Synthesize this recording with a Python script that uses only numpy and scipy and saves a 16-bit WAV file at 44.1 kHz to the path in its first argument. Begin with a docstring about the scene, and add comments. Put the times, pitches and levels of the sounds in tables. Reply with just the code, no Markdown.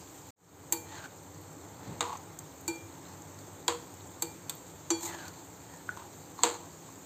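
"""Peanuts frying in a pan

Tiny steam bubbles sizzle and pop in hot oil over the low roar of a burner. A steel spoon knocks
the thick metal pan, so both ring and the nuts rattle, and it scrapes through the nuts.
The pan is close, with a short kitchen echo. Early on, the sound cuts out and fades back in."""
import sys
import numpy as np
from scipy import signal
from scipy.fft import rfft, irfft, next_fast_len
from scipy.io import wavfile
from scipy.ndimage import uniform_filter1d

SR = 44100
rng = np.random.default_rng(int(sys.argv[2]) if len(sys.argv) > 2 else 0)


def dump(signal):
    """Clip the signal to [-1, 1] and save it as 16-bit WAV at the path in sys.argv[1]."""
    limited = np.clip(np.atleast_2d(signal).T, -1, 1)
    pcm = np.round(limited * 32767).astype(np.int16)
    wavfile.write(sys.argv[1], SR, pcm)


N = 310987

# How loud the oil sizzles. Each row: time in seconds, level in dB.
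SIZZLE_LEVELS = [(0, -53), (.33, -53.5), (.4, -56.5), (1.2, -55.5), (3.6, -54), (6.2, -54), (7.05, -53.5)]
# Pops of oil and clicks of nuts. Each row: start in seconds, ring in dB, pitch in Hz, spit in dB.
POP_EVENTS = [(0.774, -45, 7000, -42), (1.414, -46, 13100, -60), (1.527, -62, 13000, -47),
              (2.172, -48, 6200, -45), (2.389, -57, 6600, -34), (2.61, -63, 13000, -40),
              (2.759, -47.5, 6570, -50), (3.22, -63, 7050, -45), (3.389, -49, 4500, -45),
              (3.94, -62, 6960, -44), (3.971, -57, 6800, -55), (4.105, -60, 9100, -48),
              (4.117, -60, 9000, -46), (4.552, -38, 14200, -41), (5.192, -47, 3040, -53),
              (5.281, -43, 4450, -40), (5.691, -54, 3240, -62), (5.739, -44.5, 1030, -49),
              (5.77, -58, 7000, -49), (5.891, -21.5, 1464, -53), (5.972, -36, 1040, -45),
              (6.021, -43, 1200, -59), (6.391, -32.5, 1070, -53), (6.889, -43, 1080, -51)]
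# Spoon knocks. Each row: start in seconds, crack in dB, its top in Hz, depth (0 bare metal, 1 buried in
# nuts), clank in Hz and in dB, pan ring in dB, place (0 low wall, 1 rim), boosted pitch in Hz,
# then the boost, bowl ring, spoon ring and nut rattle in dB.
SPOON_KNOCKS = [(0.7242, -12, 15900, 0.05, 7650, -25, -46, 0.17, 13600, 8.5, -38, -41.5, -38.5),
                (2.007, -24.5, 9300, 0.89, 3660, -25.5, -64, .5, 4474, 0, -53, -38.5, -34),
                (2.679, -28, 16000, .1, 7100, -35, -48.5, 0.46, 2340, 12, -32.5, -46.5, -44),
                (3.6805, -20, 11000, 0.89, 3300, -20, -66, 0.95, 7400, 1, -38.5, -31, -30.5),
                (4.223, -20, 15800, 0.26, 7860, -29, -48, 0.22, 1800, 1.5, -40, -42.5, -44.5),
                (4.496, -23.5, 16000, 0.31, 3540, -33.5, -75, .3, 13060, 3, -79, -69, -43.5),
                (4.904, -27.5, 12000, 0.81, 6170, -25, -46, 0.82, 3350, 10, -26.5, -41, -41),
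                (6.4346, -14, 9200, 0.71, 4470, -19, -58, 0.42, 4270, 0, -36.5, -29.5, -25.5)]
# The pan's upper tones. Each row: pitch in Hz, dB if hit low, dB if hit at the rim, free fade in seconds.
# A fade is the time to drop by 60 dB. A knock shortens the free fades.
PAN_TONES = [(844, 3, 5.5, 0.35), (925, 3, 5, 0.35), (1516, -9.5, -1.5, 0.29), (2380, -1, -7.5, 0.49),
             (2370, -35, -19, 0.24), (3340, -27.5, -8, 0.68), (4473, -0.5, 1.5, 0.21), (4494, 2, 3.5, 0.32),
             (5700, -13, 11, 0.21), (6430, 17, -8, 0.072), (7070, -12, 10, 0.23), (7610, 1, 12, 0.13),
             (7840, -6, -16, 0.24), (9700, 24, -7, 0.14), (10500, 4, 15, 0.22), (11200, 20, 13, .21),
             (12600, -7, -9, .19), (13800, 13, -7, .16), (14821, 2, -13, .1)]
# The lowest tones of the pan's whole bowl. Each row: pitch in Hz, level in dB, fade in seconds.
BOWL_TONES = [(331.6, 2, 0.31), (342.4, -3, 0.24), (336.4, -10, 0.91)]
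# The spoon's tones, dulled by nuts and oil. Each row: pitch in Hz, level in dB, free fade in seconds.
SPOON_TONES = [(477.5, -2.5, 0.57), (832, -10.5, 0.096), (960, 5, 0.073), (1360, -31.5, 0.074),
               (1804, -35, 0.081), (2530, -32, 0.11), (3700, -19, 0.077), (3820, -3, 0.071)]
# The tone colour of a blow among the nuts. Each row: frequency in Hz, gain in dB.
HEAP_COLOUR = [(300, -0.5), (500, -6.5), (1000, 7), (1400, 0), (2100, -3), (3400, -1), (4400, 2.5),
               (5500, -7.5), (7600, 2), (9500, 1.5), (13000, 2)]
# Spoon drags. Each row: start, rise, hold and release in seconds, swell and scrape in dB,
# the hollow's first and last pitch in Hz, then hollow, metal and treble in dB.
SPOON_DRAGS = [(0.839, 0.052, 0.089, .05, 3.5, -56.5, 1870, 1830, -65, -56, -69),
               (.93, 0.045, .085, 0.017, 2, -55, 1617, 1490, -55.5, -67, -61),
               (1.757, 0.097, 0.13, .06, -2, -60, 945, 960, -73, -61.5, -74),
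               (2.011, 0.028, 0.097, 0.086, 0.5, -50, 1060, 930, -44.5, -69, -58),
               (3.002, 0.064, 0.034, .12, 2, -61, 960, 900, -68, -61, -68),
               (4.961, 0.08, 0.045, 0.051, -5, -54, 2350, 2210, -65, -47, -38),
               (5.051, 0.025, 0.22, 0.045, -8.5, -48, 2300, 1360, -52, -55, -53.5),
               (5.301, 0.036, 0.089, .06, -3, -73, 1410, 1410, -76, -61, -72),
               (5.639, .06, 0.085, .06, -1, -70, 1800, 1730, -64, -69, -74),
               (5.881, .025, .02, .04, 1, -63, 1480, 1420, -53.5, -71, -64),
               (5.955, 0.02, 0.057, 0.12, -3, -55.5, 990, 820, -53.5, -70, -74),
               (6.35, 0.041, .17, 0.027, 2, -64, 1040, 980, -61, -52, -68),
               (6.529, 0.033, 0.088, .08, 0.5, -67, 980, 920, -60, -66, -75)]
# Where steel scraping the pan rings. Each row: pitch in Hz, width in Hz, gain in dB.
RASP_BANDS = [(340, 45, 17), (872, 110, 18), (3150, 52, -19), (3620, 220, -1), (4160, 170, 7.5),
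              (4560, 150, -1), (6500, 360, -0.5), (7040, 340, -11)]
# The tone colour of the low roar. Each row: frequency in Hz, gain in dB.
ROAR_COLOUR = [(18, -82), (30, -44), (80, -5.5), (96, 1), (129, -11.5), (168, -4), (234, -15.5), (292, -5),
               (408, -9.5), (482, -10), (660, -14.5), (855, -10.5), (1090, -16.5), (1190, -17.5),
               (2500, -28.5), (3250, -99), (5500, -120)]
# Slight random drift in the level of the low roar. Each row: time in seconds, level in dB.
ROAR_DRIFT = [(0, -53), (1.3, -52.5), (2.0, -49.5), (2.5, -52.5), (3.2, -51), (4, -51.5), (4.8, -52),
              (7.05, -52.5)]
# Where the kitchen booms with the roar. Each row: pitch in Hz, width in Hz, level in dB.
ROOM_BOOMS = [(101.7, 9.7, -10.5), (151.5, 9.2, -11), (272.7, 8.2, -13), (285, 10, -16.5)]
# The microphone's uneven treble. Each row: frequency in Hz, gain in dB.
MIC_COLOUR = [(4700, -1), (4790, -6.5), (6000, -3.5), (6200, 4), (7650, 6.5), (7720, 1.5), (8480, 1.5),
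              (8560, -11), (11500, -31.5), (11620, -8.5), (12850, -9), (12950, -7), (15440, -9.5),
              (15560, -33)]

# Each pair: on bare metal, buried in nuts. Tilts are in dB per octave.
CRACK_TILT, RATTLE_TILT = (7.5, -1.1), (0.5, -5)
RATTLE_FADE_S, FREE_RING_S = (0.15, 0.25), (0.16, 0.076)


def sizzle():
    """Tiny steam bubbles make a dense hiss, with short pitched bursts and bright spits on top."""
    hiss = tilted(patchy_noise(patchy_db=1.33, flicker_db=0.67), tilt=2.5, low_hz=940)
    bursts = np.zeros(N)
    for hz in np.geomspace(3500, 15000, num=14):
        t = np.arange(round(20 * SR / hz)) / SR  # twenty cycles
        ping = np.sin(2 * np.pi * hz * t) * np.exp(-t * hz / 5)
        bursts += signal.oaconvolve(clicks(N, per_s=12, spread_db=4), ping)[:N]
    spit = rng.standard_normal(200) * np.exp(-np.arange(200) / 30)
    spits = signal.oaconvolve(clicks(N, per_s=24, spread_db=2.3), spit)[:N]
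    spits = tilted(spits, tilt=1.6, low_hz=4500)
    return level_curve(SIZZLE_LEVELS) * (hiss + gain(-18) * unit_level(bursts) + gain(-25) * spits)


def pop(ring_db, hz, spit_db, fade_s=0.026):
    """Oil pops or a nut clicks: one short ring and a spit of noise."""
    t = np.arange(4000) / SR
    tone = np.sin(2 * np.pi * hz * t) * (1 - np.exp(-t * hz / 0.5))
    spit = tilted(rng.standard_normal(len(t)), tilt=0.67, low_hz=0.87 * hz)
    return (gain(ring_db) * tone + gain(spit_db) * spit) * gain(-60 * t / fade_s)


def knock(crack_db, top_hz, depth, clank_hz, clank_db, pan_db, place, boost_hz, boost_db,
          bowl_db, spoon_db, rattle_db):
    """The spoon hits with a crack and a clank, pan and spoon ring, and the nuts rattle to rest."""
    t = np.arange(SR // 2) / SR
    at_depth = lambda pair: np.interp(depth, [0, 1], pair)
    crack_fade_s = 0.0065 * 2 ** (-crack_db / 11.5)  # softer blows last longer
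    crack = tilted(rng.standard_normal(len(t)), at_depth(CRACK_TILT), 300, top_hz)
    crack = coloured(crack, HEAP_COLOUR) * gain(crack_db - 60 * t / crack_fade_s)
    crack *= 1 - np.exp(-t / 0.00023)
    cluster_hz = clank_hz * np.array([0.97, 1, 1.045])
    clank = ring(cluster_hz, clank_db + np.array([-8, 0, -9]), 0.9 * crack_fade_s, rise_cycles=1.3)
    fade_share = np.interp(place, [0, 1], [0.72, 0.91])  # rim hits ring longer
    pan = pan_ring(place, boost_hz, boost_db, fade_share)
    pan *= gain(pan_db + 1.9 * wobble(len(t), 0.016))
    bowl = gain(bowl_db) * ring(*np.transpose(BOWL_TONES), rise_cycles=5)
    hz, db, fade_s = np.transpose(SPOON_TONES)
    spoon = ring(hz, db, fade_s * fade_share, rise_cycles=0.81)
    spoon *= gain(spoon_db + 1.3 * wobble(len(t), 0.0034))  # touching nuts make it uneven
    choke = gain(-250 * np.maximum(t - at_depth(FREE_RING_S), 0))  # the spoon sinks in
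    rattle = tilted(clicks(len(t), per_s=5000, spread_db=3.9), at_depth(RATTLE_TILT), 340, 11300)
    rattle = coloured(rattle, HEAP_COLOUR) * gain(rattle_db - 60 * t / at_depth(RATTLE_FADE_S))
    return crack + clank + bowl + (pan + spoon) * choke + rattle


def pan_ring(place, boost_hz, boost_db, fade_share):
    """Where the pan is hit sets the balance of its tones; those near one pitch get a boost."""
    hz, wall_db, rim_db, fade_s = np.transpose(PAN_TONES)
    db = wall_db + place * (rim_db - wall_db)
    db += boost_db * np.exp(-(np.log2(hz / boost_hz) / 0.69) ** 2)
    return ring(hz, db, fade_s * fade_share, rise_cycles=1.4)


def drag(rise, hold, release, swell_db, scrape_db, start_hz, end_hz, hollow_db, metal_db, treble_db):
    """The spoon catches and slips, sounding the pan and a hollow among the nuts whose pitch glides."""
    force = stroke(rise, hold, release, swell_db)
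    glide = np.linspace(0, 1, len(force)) ** 0.59  # fastest at the start
    hollow_hz = start_hz * (end_hz / start_hz) ** glide
    slips = clicks(len(force), per_s=6000, spread_db=3.34) * gain(1.8 * wobble(len(force), 0.0074))
    scrape = gain(scrape_db) * tilted(slips, tilt=-5.5, low_hz=640, top_hz=5800)
    rasp = unit_level(sum(gain(db) * resonate(slips, hz, width) for hz, width, db in RASP_BANDS))
    hollow = unit_level(resonate(resonate(slips, hollow_hz, 340), hollow_hz, 340))
    overtone = unit_level(resonate(resonate(slips, 1.76 * hollow_hz, 500), 1.77 * hollow_hz, 500))
    metal = gain(metal_db) * (rasp + gain(-18) * overtone)
    treble = gain(treble_db) * tilted(slips, tilt=1.2, low_hz=6400)
    return force * (scrape + metal + gain(hollow_db) * hollow + treble)


def shove():
    """The heap of nuts slides low in the pan with a dull rumble."""
    force = stroke(rise=0.12, hold=0.03, release=0.12, swell_db=-4)
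    rumble = resonate(rng.standard_normal(len(force)), hz=130, width_hz=110)
    rumble = resonate(rumble, hz=210, width_hz=340)
    return gain(-43.5) * force * unit_level(rumble)


def burner():
    """The flame gives a low roar that makes the kitchen boom. The level drifts slightly."""
    roar = unit_level(coloured(patchy_noise(patchy_db=0.5, flicker_db=0), ROAR_COLOUR))
    for hz, width, db in ROOM_BOOMS:
        roar += gain(db) * unit_level(resonate(rng.standard_normal(N), hz, width))
    return level_curve(ROAR_DRIFT) * unit_level(roar)


def kitchen_echo(x, fade_s=0.46):
    """Tiled walls send back many small echoes that quickly die away."""
    echoes = np.zeros(SR // 2)
    slots = np.arange(200, len(echoes) - 20, 20)
    echoes[slots + rng.integers(0, 20, len(slots))] = rng.choice([-1., 1.], len(slots))
    echoes *= gain(-60 * np.arange(len(echoes)) / SR / fade_s)
    return signal.oaconvolve(x, echoes / np.linalg.norm(echoes))[:N]


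def stroke(rise, hold, release, swell_db, edge_db=-21.5):
    """The strength of one movement: it rises, swells or sags while held, and dies away."""
    corners = np.cumsum([0, rise, hold, release])
    t = np.arange(0, corners[-1], 1 / SR)
    return gain(np.interp(t, corners, [edge_db, 0, swell_db, swell_db + edge_db]))


def ring(hz, db, fade_s, rise_cycles):
    """Tones struck together: each swells briefly, then fades."""
    t = np.arange(SR // 2)[:, None] / SR
    rise = 1 - np.exp(-t * hz / rise_cycles)
    return (gain(db - 60 * t / fade_s) * rise * np.sin(2 * np.pi * hz * t)).sum(1)


def clicks(length, per_s, spread_db):
    """Random clicks, a few of them large."""
    happens = rng.random(length) < per_s / SR
    size = np.minimum(rng.exponential(1, length), 5)
    return happens * gain(spread_db * size) * rng.choice([-1., 1.], length)


def patchy_noise(patchy_db, flicker_db):
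    """Noise whose level drifts in patches of time and pitch, and can flicker as a whole."""
    frames = N // 128 + 5
    real, imaginary, patches = rng.standard_normal((frames, 257, 3)).T
    patches = uniform_filter1d(patches, size=6, axis=0)
    patches = unit_level(uniform_filter1d(patches, size=20, axis=1))
    flicker = unit_level(uniform_filter1d(rng.standard_normal(frames), size=3))
    spectrum = (real + 1j * imaginary) * gain(patchy_db * patches + flicker_db * flicker)
    return signal.istft(spectrum, nperseg=512, noverlap=384)[1][:N]


def wobble(length, lump_s):
    """A smooth random curve with lumps about lump_s long."""
    size = round(lump_s * SR)
    return unit_level(uniform_filter1d(uniform_filter1d(rng.standard_normal(length), size), size))


def resonate(x, hz, width_hz):
    """Keeps a band around a steady or moving pitch: shift it to zero, smooth, shift back."""
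    turn = np.exp(2j * np.pi * np.cumsum(hz * np.ones(len(x))) / SR)
    decay = np.exp(-np.pi * width_hz / SR)
    return 2 * (turn * signal.lfilter([1 - decay], [1, -decay], x / turn)).real


def tilted(x, tilt, low_hz, top_hz=20000):
    """Brightens or dulls x by tilt dB per octave, trims both ends and sets its level to 1."""
    def response(hz):
        edges = (1 + (low_hz / (hz + 1)) ** 8) * (1 + (hz / top_hz) ** 8)
        return tilt * np.log2((hz + 100) / 2000) - 10 * np.log10(edges)
    return unit_level(filtered(x, response))


def coloured(x, colour):
    """Filters x by a table of frequencies and gains."""
    points_hz, db = np.transpose(colour)
    return filtered(x, lambda hz: np.interp(np.log(hz + 1), np.log(points_hz + 1), db))


def filtered(x, db_of_hz):
    """Turns each frequency up or down."""
    size = next_fast_len(len(x))
    gains = gain(db_of_hz(np.fft.rfftfreq(size, 1 / SR)))
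    return irfft(rfft(x, size) * gains, size)[:len(x)]


def level_curve(rows):
    """Joins timed levels into a gain for every sample."""
    return gain(np.interp(np.arange(N) / SR, *np.transpose(rows)))


def gain(db):
    return 10 ** (np.asarray(db) / 20)


def unit_level(x):
    return x / np.sqrt(np.mean(x ** 2) + 1e-20)


def add(mix, start_s, sound):
    part = mix[round(start_s * SR):][:len(sound)]
    part += sound[:len(part)]


def scene():
    """Knocks, pops and drags with their echo, plus burner, sizzle and one shove."""
    near = np.zeros(N)
    for source, table in ((knock, SPOON_KNOCKS), (pop, POP_EVENTS), (drag, SPOON_DRAGS)):
        for start_s, *settings in table:
            add(near, start_s, source(*settings))
    mix = near + gain(-14) * kitchen_echo(near) + burner() + sizzle()
    add(mix, start_s=1.78, sound=shove())
    return mix[None]


def record(dry):
    """A small microphone trims and colours the sound, which cuts out once and fades back in."""
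    cut_s, back_s, fade_in_s, top_hz = 0.306, 0.36, 0.29, 16200
    bass_cut = signal.butter(3, 55, "high", fs=SR, output="sos")
    sound = gain(2.5) * coloured(signal.sosfilt(bass_cut, dry[0]), MIC_COLOUR)
    t = np.arange(N) / SR
    sound *= np.where(t < cut_s, 1, np.clip((t - back_s) / fade_in_s, 0, 1))
    treble_cut = signal.firwin(511, top_hz, window=("kaiser", 9), fs=SR)
    return signal.oaconvolve(sound, treble_cut, "same")[None]


dry = scene()
out = record(dry)
dump(out)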